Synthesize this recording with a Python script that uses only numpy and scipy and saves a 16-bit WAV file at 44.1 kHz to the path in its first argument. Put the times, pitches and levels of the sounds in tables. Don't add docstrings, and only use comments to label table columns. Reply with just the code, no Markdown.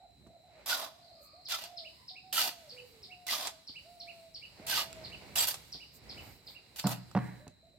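import sys
import numpy as np
from scipy import signal
from scipy.fft import rfft, irfft, next_fast_len
from scipy.io import wavfile

SR = 44100
rng = np.random.default_rng(int(sys.argv[2]) if len(sys.argv) > 2 else 0)


def unload_audio(sound):
    columns = np.transpose(np.atleast_2d(sound))
    steps = np.round(np.clip(columns, -1, 1) * 32767)
    wavfile.write(sys.argv[1], SR, steps.astype(np.int16))


N = 343142
T = np.arange(N) / SR
PADDED = next_fast_len(N + SR // 2, real=True)
FREQS = np.maximum(np.arange(PADDED // 2 + 1) * SR / PADDED, 1)
TOP_HZ = 16000
# nominal f/Hz, relative level/dB, t60/s
STEEL_MODES = [(789, -1, 0.066), (1305, 3, .07), (1505, -4, .07), (1960, -30, .07), (2598, 2.5, 0.057),
               (2940, -35, 0.047), (3900, -6.5, 0.055), (4670, 0, 0.06), (7550, 8, 0.049),
               (9450, -8.5, .07), (12900, -2, .05)]


def undb(db):
    return 10 ** (np.asarray(db) / 20)


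def unit(x):
    return x / np.sqrt(np.mean(x ** 2))


def band(x, lo_hz, hi_hz, order=2):
    sos = signal.butter(order, [lo_hz, min(hi_hz, .45 * SR)], "band", fs=SR, output="sos")
    return signal.sosfilt(sos, x)


def colour(x, points):
    hz, db = np.transpose(points)
    gain = undb(np.interp(np.log(FREQS), np.log(hz), db))
    return irfft(rfft(x, PADDED) * gain, PADDED)[..., :N]


def split(x, edges_hz):
    below = [0] + [1 / (1 + (FREQS / hz) ** 8) for hz in edges_hz] + [1]
    spectrum = rfft(x, PADDED)
    return [unit(irfft(spectrum * (b - a), PADDED)[:, :N]) for a, b in zip(below, below[1:])]


def add(out, start_s, x):
    i = max(int(start_s * SR), 0)
    out[..., i:i + x.shape[-1]] += x[..., :max(N - i, 0)]


def walk(rate_hz, size=N):
    at = np.arange(size) * rate_hz / SR
    knots = rng.standard_normal(size // 4 + 2)
    return 1.2 * np.interp(at, np.arange(len(knots)), knots)


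def fade(t60_s, length_s):
    return undb(-60 * T[:int(length_s * SR)] / t60_s)


def ring(modes, length_s, detune=0.0038):
    t = T[:int(length_s * SR)]
    out = np.zeros(len(t))
    for hz, db, t60_s in modes:
        mode_hz = hz * (1 + detune * rng.standard_normal())
        out += undb(db) * fade(t60_s, length_s) * rng.choice([-1, 1]) * np.sin(2 * np.pi * mode_hz * t)
    return out


def wavering(hz, waver, rate_hz):
    return 2 * np.pi * np.cumsum(hz * (1 + waver * walk(rate_hz, len(hz)))) / SR


def stretch(rows, edge_s=0.00037):
    s, *columns = np.transpose(rows)
    t = np.arange(s[0], s[-1], 1 / SR)
    gate = np.clip(np.minimum(t - s[0], s[-1] - t) / edge_s, 0, 1)
    return s[0], gate, [np.interp(t, s, c) for c in columns]


def glide(rows, waver=0, waver_rate_hz=30):
    start, gate, (hz, db) = stretch(rows)
    return start, gate * undb(db) * np.sqrt(2), wavering(hz, waver, waver_rate_hz)


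def echoes(x, t60_s, lo_hz, hi_hz, delay_s=0.014):
    tail = rng.standard_normal((2, SR)) * fade(t60_s, 1) * (T[:SR] > delay_s)
    tail /= np.sqrt(np.sum(tail ** 2, axis=1, keepdims=True))
    return signal.fftconvolve(x[None], band(tail, lo_hz, hi_hz, order=1), axes=1)[:, :N]


def grit_noise(grain_db, shared_below_hz):
    sizes = np.minimum(rng.exponential(size=N // 16 + 1), 3)
    noise = rng.standard_normal((3, N)) * undb(grain_db * np.repeat(sizes, 16)[:N])
    alike = 0.73 / (1 + (FREQS / shared_below_hz) ** 2)
    spectra = rfft(noise, PADDED)
    return irfft(np.sqrt(alike) * spectra[0] + np.sqrt(1 - alike) * spectra[1:], PADDED)[:, :N]


def insects(level_db=-69.5, pulse_hz=61, depth=0.32, overtone_db=-15, pitch_hz=4000, chorus_db=-3):
    noise = rng.standard_normal((2, N))
    pulse = 1 + depth * np.sin(2 * np.pi * np.cumsum(pulse_hz * (1 + 0.018 * walk(3))) / SR)
    near = pulse * np.sin(2 * np.pi * np.cumsum(pitch_hz * (1 + .014 * walk(400))) / SR)
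    chorus = undb(chorus_db) * unit(band(noise, 3830, 4200, order=3))
    overtone = undb(overtone_db) * unit(band(noise, 7300, 7800))
    return undb(level_db) * (near + chorus + overtone)


def air(rumble_trim_db=-1, hiss_trim_db=-4.5, leaf_trim_db=-2, crackle_db=2):
    # f/Hz, gain/dB
    air_points = [(25, -32), (55, -1), (130, -2), (300, -10), (750, -13), (1200, -20.5), (1650, -21),
                  (2200, -14.5), (3200, -24), (4500, -20), (6200, -28), (7800, -21), (11000, -28),
                  (13500, -26), (16000, -31)]
    # rumble/dB, rustle/dB, hiss/dB
    moves = [(0.247, 0.079, -62, -96, -77), (0.604, 0.066, -74, -63.5, -90), (1.207, 0.75, -89, -77, -75.5),
             (1.89, 0.23, -75, -78, -68.5), (2.755, 0.21, -70, -69, -65.5), (4.05, 1, -93, -73.5, -68),
             (4.704, 0.093, -58.5, -57, -70), (5.086, 0.31, -55, -58, -65.5),
             (5.618, 0.25, -64, -67.5, -66), (6.165, 0.12, -53.5, -58, -64.5), (6.554, 0.37, -76, -70, -72),
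             (7.247, 0.13, -57, -67, -64)]
    breeze_db = [[-68.5], [-78.5], [-80]]
    power = undb(breeze_db) ** 2
    for s, half_s, *levels_db in moves:
        swell = np.exp(-((T - s) / half_s) ** 2 / 2)
        power = power + (undb(levels_db)[:, None] * swell) ** 2
    rumble, rustle, hiss = 10 * np.log10(power)
    parts = split(colour(grit_noise(crackle_db, 1200), air_points), (400, 2600, 6300))
    bands_db = rumble + rumble_trim_db, rustle, (rustle + hiss) / 2 + leaf_trim_db, hiss + hiss_trim_db
    together_db = walk(12)
    return sum(part * undb(db + together_db + 0.66 * walk(22)) for part, db in zip(parts, bands_db))


def howls(direct_db=-6.5, echo_db=-11, echo_t60_s=.45, octave_db=-30, twelfth_db=-28, answer_octave_db=-6,
          slide_semitones=4.2, sag_semitones_per_s=3, answer_sink_semitones_per_s=6.6,
          hoarse_waver=.07, hoarse_flutter_db=3.2):
    # t/s, length/s, nominal f/Hz, untrimmed level/dB, slide time constant/s,
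    # final drop/semitones, hoarseness (0-1)
    howl_rows = [(0, 0.066, 723, -54.5, 0.0024, 0.59, 0.72), (0.225, 0.39, 736, -57.5, .08, 3.36, 0.92),
                 (0.872, 0.37, 732.5, -54, 0.067, 3.1, 0.63), (1.331, 0.1, 748, -52.5, .025, 1.3, 0.6),
                 (1.606, 0.27, 723, -50.5, 0.026, 2.48, .35), (2.104, 0.053, 748, -54, 0.0036, .1, 0.07),
                 (2.221, 0.49, 760, -53.5, 0.0024, 4, .15), (2.717, .14, 502.7, -53, .003, .3, .3),
                 (2.899, 0.16, 467, -58, 0.0024, 4.2, 0.53), (3.07, .51, 735, -53.5, .006, 1.08, 0.18),
                 (3.838, 0.47, 713.4, -51, 0.0212, 0.14, 0.13), (4.602, .46, 692, -49.5, .03, .6, .08),
                 (7.398, 0.073, 615, -55.5, 0.0093, .1, 0.2), (7.627, 0.062, 672, -60, 0.0052, .3, 0.54),
                 (7.739, 0.043, 640, -61, .005, .3, 0.64)]
    # t/s, length/s, nominal starting f/Hz, untrimmed level/dB
    answer_rows = [(1.083, 0.36, 1290, -68), (1.871, 0.2, 1030, -63), (2.84, 0.25, 1230, -81)]
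    near, far = np.zeros((2, N))
    for s, length_s, hz, db, slide_s, drop, hoarse in howl_rows:
        t = T[:int(length_s * SR)]
        semitones = -slide_semitones * np.exp(-t / slide_s) - sag_semitones_per_s * t
        semitones -= drop * (t / length_s) ** 5
        phase = wavering(hz * 2 ** (semitones / 12), hoarse * hoarse_waver, 280)
        swell = signal.windows.tukey(len(t), .12)
        voice = np.sin(phase) + undb(octave_db) * np.sin(2 * phase) + undb(twelfth_db) * np.sin(3 * phase)
        flutter_db = hoarse * hoarse_flutter_db * walk(50, len(t))
        add(near, s, swell * undb(db + flutter_db) * voice)
    for s, length_s, hz, db in answer_rows:
        t = T[:int(length_s * SR)]
        phase = wavering(hz * 2 ** (-answer_sink_semitones_per_s * t / 12), .05, 300)
        voice = np.sin(phase) + undb(answer_octave_db) * np.sin(2 * phase)
        add(far, s, np.hanning(len(t)) * undb(db) * voice)
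    echo = echoes(undb(echo_db) * near + far, echo_t60_s, 200, 2700)
    return np.sqrt(2) * (undb(direct_db) * near + echo)


def steps(t60_s=0.088, scuff_db=-14):
    # t/s, peak level/dB
    footfalls = [(0.212, -64), (0.265, -47), (3.694, -49), (4.596, -44), (5.744, -45), (6.159, -51),
                 (7.468, -40)]
    out = np.zeros(N)
    for s, db in footfalls:
        env = fade(t60_s, .25)
        noise = rng.standard_normal(len(env)) * env
        thud = band(noise, 74, 335) + undb(scuff_db) * band(noise, 230, 810)
        add(out, s, undb(db) * thud / np.abs(thud).max())
    return out


def taps(ring_db=-16, trim_db=-1, low_trim_db=-2):
    # t/s, untrimmed high-band peak/dB,
    # untrimmed low part relative/dB, crack t60/s
    tap_rows = [(0.269, -58, -3, 0.06), (0.6595, -49, -13, 0.017), (1.4865, -38.5, -7, .02),
                (1.638, -33, -13, .03), (2.3304, -43, 8.5, .02), (3.271, -45, -30, .02),
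                (3.471, -22, -6, 0.073), (4.6683, -36, -11.5, 0.018), (4.682, -26, -12, 0.023),
                (4.9288, -29.5, -24.5, .006), (5.3582, -19.5, -25, 0.03), (5.376, -23.5, -12, 0.015),
                (5.4705, -40, -17, .02), (5.542, -25, -5.5, 0.05), (6.797, -25, -8, 0.02),
                (6.8704, -19.5, -1.5, 0.012), (7.113, -42.5, 4, 0.022), (7.479, -38, -15, 0.017)]
    out = np.zeros((2, N))
    for s, db, low_rel_db, t60_s in tap_rows:
        crack = fade(t60_s, .15)
        ringing = ring(STEEL_MODES, .15) * fade(6 * t60_s, .15)
        hit = crack * rng.standard_normal((2, len(crack))) + undb(ring_db) * ringing
        high, low = unit(band(hit, 1650, 9100)), unit(band(hit[0], 460, 1770))
        mix = high + undb(low_rel_db + low_trim_db) * low
        add(out, s, mix / np.abs(high).max() * undb(db + trim_db))
    return out


def rippled(x, ripple_db=3.8, spacing_hz=110):
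    hz = np.arange(500, TOP_HZ, spacing_hz)

    def pattern():
        ripple = ripple_db * rng.standard_normal(len(hz)) * (hz > hz[0])
        return colour(x, np.column_stack([hz, ripple]))

    here, there = pattern(), pattern()
    travel = np.clip(.5 + walk(14), 0, 1)
    return travel * here + (1 - travel) * there


def scrapes(grain_db=2.5, body_trim_db=-2, scrape_trim_db=-1.5, hiss_trim_db=-1,
            judder_db=1.7, steel_db=-2, shift_db=5, sharpness=0.0034):
    # f/Hz, gain/dB
    scrape_points = [(88, -74), (150, -22.5), (264, -9), (431, -16), (662, 1.5), (960, -4.5), (1420, -8.5),
                     (1690, -11), (2500, -11), (4000, -6.5), (6510, -13), (7470, -13.5), (10800, -14),
                     (13200, -9), (16000, -21)]
    # t/s, drag length/s, untrimmed drag level/dB, push delay/s, push half length/s,
    # full push gain/dB, untrimmed fine hiss relative/dB, untrimmed pan body relative/dB
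    scoops = [(0.659, 0.19, -43.5, 0.067, 0.036, 12, 1, -6.5),
              (1.484, 0.17, -45.5, 0.048, 0.028, 13, -2.5, -12),
              (2.326, 0.15, -36.5, 0.079, 0.034, 8, 2.5, -10.5),
              (3.266, 0.2, -39, 0.061, 0.029, 7, -2, -12), (4.665, 0.17, -46.5, 0.09, 0.072, 16, 3.5, -6.5),
              (5.3546, 0.089, -36, 0.061, 0.037, 6.5, 3.5, -9),
              (5.47, 0.024, -39, 0.044, 0.0068, 9, 5.5, -8), (6.759, 0.052, -50, 0.039, 0.01, 13, 2, -9.5),
              (6.866, 0.05, -47.5, 0.059, 0.02, 7.5, 5.5, 4)]
    push_share_body, push_share_hiss = 0.5, 0.52
    load_body_db_per_s, load_hiss_db_per_s = 35.5, -31.5
    bite_s, lift_t60_s = 0.0015, 0.18
    judder = undb(judder_db * np.clip(walk(170), -2, 2))
    grit = rippled(colour(grit_noise(grain_db, 2200) * judder, scrape_points))
    steel = 0
    for hz, _, _ in STEEL_MODES:
        favour_db = steel_db + shift_db * np.clip(walk(45), -2, 2)
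        steel = steel + undb(favour_db) * band(grit, (1 - sharpness) * hz, (1 + sharpness) * hz, order=1)
    grit = grit + steel
    gains, t = np.zeros((3, N)), T[:SR // 2]
    for s, length_s, drag_db, push_s, half_s, push_db, hiss_rel_db, body_rel_db in scoops:
        contact = np.minimum(t / bite_s, 1) * undb(-60 * np.maximum(t - length_s, 0) / lift_t60_s)
        push = push_db / (1 + ((t - push_s) / half_s) ** 6)
        body = body_trim_db + body_rel_db + push_share_body * push + load_body_db_per_s * t
        hiss = hiss_trim_db + hiss_rel_db + push_share_hiss * push + load_hiss_db_per_s * t
        add(gains, s, contact * undb(drag_db) * undb([body, scrape_trim_db + push, hiss]))
    return sum(gain * part for gain, part in zip(gains, split(grit, (1750, 6300))))


def blade(rough=0.47, waver=0.026, trim_db=-2, sink_hz_per_s=4000):
    # loudest t/s, nominal f/Hz then, untrimmed level/dB, swell and fade time constant/s
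    squeals = [(0.715, 1410, -36, .008), (0.73, 1440, -29.5, 0.0078), (.84, 794, -61, 0.014),
               (1.543, 1344, -39.5, 0.016), (2.337, 3100, -42, 0.007), (2.385, 3000, -33.5, .02),
               (2.385, 1341, -33, 0.015), (2.46, 761, -41, 0.021), (3.29, 1955, -36, 0.00725),
               (3.337, 1220, -30.5, 0.0057), (4.73, 1547, -36, .016), (4.788, 1203, -36.5, .014),
               (5.361, 2750, -31, 0.0022), (5.391, 3320, -32.5, .012), (5.402, 7600, -24.5, 0.014)]
    out = np.zeros(N)
    for s, hz, db, swell_s in squeals:
        t = np.arange(-3 * swell_s, 3 * swell_s, 1 / SR)
        env = undb(db) * np.exp(-np.abs(t) / swell_s) * signal.windows.tukey(len(t))
        phase = wavering(hz - sink_hz_per_s * t, waver, 387)
        in_phase = (1.12 + rough * walk(220, len(t))) * np.sin(phase)
        quadrature = rough * walk(234, len(t)) * np.cos(phase)
        add(out, s + t[0], env * (in_phase + quadrature))
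    return out * np.sqrt(2) * undb(trim_db)


def twitter(level_db=-61, count=16):
    out = np.zeros(N)
    for s in np.linspace(.99, 1.42, count) + 0.0032 * rng.standard_normal(count):
        start, env, phase = glide([(0, 5150, -20), (.008, 4815, -2.5), (.02, 4200, 6.5)], 0.049, 75)
        add(out, s + start, env * np.sin(phase))
    return undb(level_db) * echoes(out, 0.32, 2000, 9000)


def swishes(edge_db=-4):
    # middle t/s, level/dB of the upper band, half length/s
    swish_rows = [(1.245, -63.5, 0.03), (2.896, -71, 0.044), (5.685, -69, 0.017), (5.959, -60, 0.026),
                  (6.278, -63.5, 0.095), (6.512, -65.5, 0.047)]
    env = sum(undb(db) * np.exp(-((T - s) / half_s) ** 2) for s, db, half_s in swish_rows)
    noise = rng.standard_normal((2, N))
    return env * (unit(band(noise, 12400, 14800)) + undb(edge_db) * unit(band(noise, 6500, 9000)))


def bird(direct_db=-9.5, twigs_db=-8, leaves_db=-5.5, twigs_t60_s=.06, forest_db=-11,
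         side_db=.5, arch_db=-8.5, arch_scatter_db=-4):
    # t/s, untrimmed falling note level/dB, untrimmed arched note level/dB
    calls = [(1.461, -35, -58), (1.778, -32.5, -42.5), (2.087, -35.5, -44), (2.701, -36, -43.5),
             (3.036, -38, -42.5), (3.681, -35, -41.5), (4.007, -35, -41), (4.352, -36, -41.5),
             (5.047, -34, -42), (5.731, -34, -45.5), (6.1, -37, -43.5), (6.474, -37.5, -46),
             (6.845, -36.5, -45.5)]
    # t/s from the call, nominal f/Hz, relative level/dB
    fall_rows = [(-.010, 5750, -26), (-.007, 5400, -12), (-.004, 5050, -4), (0, 4600, -2), (.006, 3950, -5),
                 (.015, 2850, -21)]
    # t/s from the call, nominal f/Hz, relative level/dB
    arch_rows = [(.06, 2080, -18), (.072, 2350, -6), (.081, 2750, -2), (.089, 2940, -1), (.1, 2600, -3),
                 (.11, 2300, -15)]
    fall, arch = np.zeros((2, N))
    for s, *levels_db in calls:
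        for out, note, db in zip((fall, arch), (fall_rows, arch_rows), levels_db):
            start, env, phase = glide(note, .025, 250)
            pitch = 1 + .018 * rng.standard_normal()
            flutter_db = 1.5 * walk(120, len(env))
            add(out, s + start, undb(db + flutter_db) * env * np.sin(pitch * phase))
    call = fall + undb(arch_scatter_db) * arch
    near = undb(direct_db) * fall + undb(arch_db) * arch
    near = near + undb(twigs_db) * echoes(call, twigs_t60_s, 1400, 15000, delay_s=0)
    far = undb(leaves_db) * echoes(call, 0.22, 2000, 10000, delay_s=.012)
    far = far + undb(forest_db) * echoes(call, 1.1, 3300, 6100, delay_s=0.044)
    return near * undb(np.array([[-side_db], [side_db]])) + far


def knocks(flex_trim_db=-3, ring_db=-14, clack_t60_s=0.034, clack_trim_db=-1, sand_t60_s=0.57, swell_s=0.0074):
    # boom/dB, clack/dB, sliding sand/dB
    knock_rows = [(6.841, -23.5, -31, -65), (7.1503, -22, -25, -54.5)]
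    # t/s after the knock, f/Hz, relative level/dB
    flex_rows = [(0, 143.4, -9), (.009, 152, -6), (.02, 213, -3.5), (.03, 186, 0.5), (.04, 115, -11),
                 (.047, 124, -41)]
    # nominal f/Hz, relative level/dB, t60/s
    pan_modes = [(123.2, 6, 0.51), (160.5, -1, 0.51), (196.4, 6.5, 0.25), (271.5, 1, 0.283),
                 (305, -8, 0.44), (549, 0.5, 0.13), (605, 7, 0.056), (723, 1.5, 0.2), (844, 0, 0.085),
                 (986, -31, 0.13), (1200, -17, 0.089), (1450, -9.5, 0.28), (1920, -21, 0.4)]
    # t/s after the knock, relative level/dB
    chatter_rows = [(0, -2), (.014, -2.5), (.023, -1.5), (.038, -8.5)]
    out = np.zeros(N)
    t = T[:int(.6 * SR)]
    for s, boom_db, hit_db, sand_db in knock_rows:
        _, env, phase = glide(flex_rows)
        add(out, s, undb(boom_db + flex_trim_db) * env * np.sin(phase))
        ringing = ring(pan_modes, 0.53)
        add(out, s, undb(boom_db + ring_db) * ringing * np.minimum(T[:len(ringing)] / swell_s, 1))
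        for delay_s, db in chatter_rows:
            clack = fade(clack_t60_s, .15)
            noise = unit(band(rng.standard_normal(len(clack)), 300, 1120))
            add(out, s + delay_s, undb(hit_db + db + clack_trim_db) * clack * noise)
        slide = np.minimum(undb(-60 * (t - .12) / sand_t60_s), 1) * np.minimum(t / 0.039, 1)
        add(out, s, undb(sand_db) * slide * unit(band(rng.standard_normal(len(t)), 1560, 2140)))
    return band(out, 80, 11000, order=3)


def scene(wall_db=-12, yard_db=-20, knock_yard_db=-12, ring_yard_db=-8, yard_top_hz=7500):
    grit, ringing, pan = scrapes() + taps(), blade(), knocks()
    trowel = grit + ringing
    wall = undb(wall_db) * echoes(trowel[0], 0.14, 400, 11000)
    to_yard = grit[1] + undb(ring_yard_db) * ringing
    yard = undb(yard_db) * echoes(to_yard, 1.0, 400, yard_top_hz, delay_s=.027)
    yard = yard + undb(knock_yard_db) * echoes(pan, 0.66, 100, 4000, delay_s=0.023)
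    work = trowel + wall + yard + pan + steps() + swishes()
    return work + bird() + howls() + twitter() + insects() + air()


def record(dry):
    # f/Hz, level/dB
    port_tilt = [(60, 2.5), (700, 2.5), (1300, 4), (2400, 3), (4400, 0.5), (8100, 4.5), (15000, 5.5)]
    left, right = (colour(x, [(hz, side * db / 2) for hz, db in port_tilt]) for x, side in zip(dry, (-1, 1)))
    ports = np.array([np.pad(left, (2, 0))[:N], right])
    return signal.sosfilt(signal.ellip(10, .2, 80, TOP_HZ, fs=SR, output="sos"), ports)


dry = scene()
out = record(dry)
unload_audio(out)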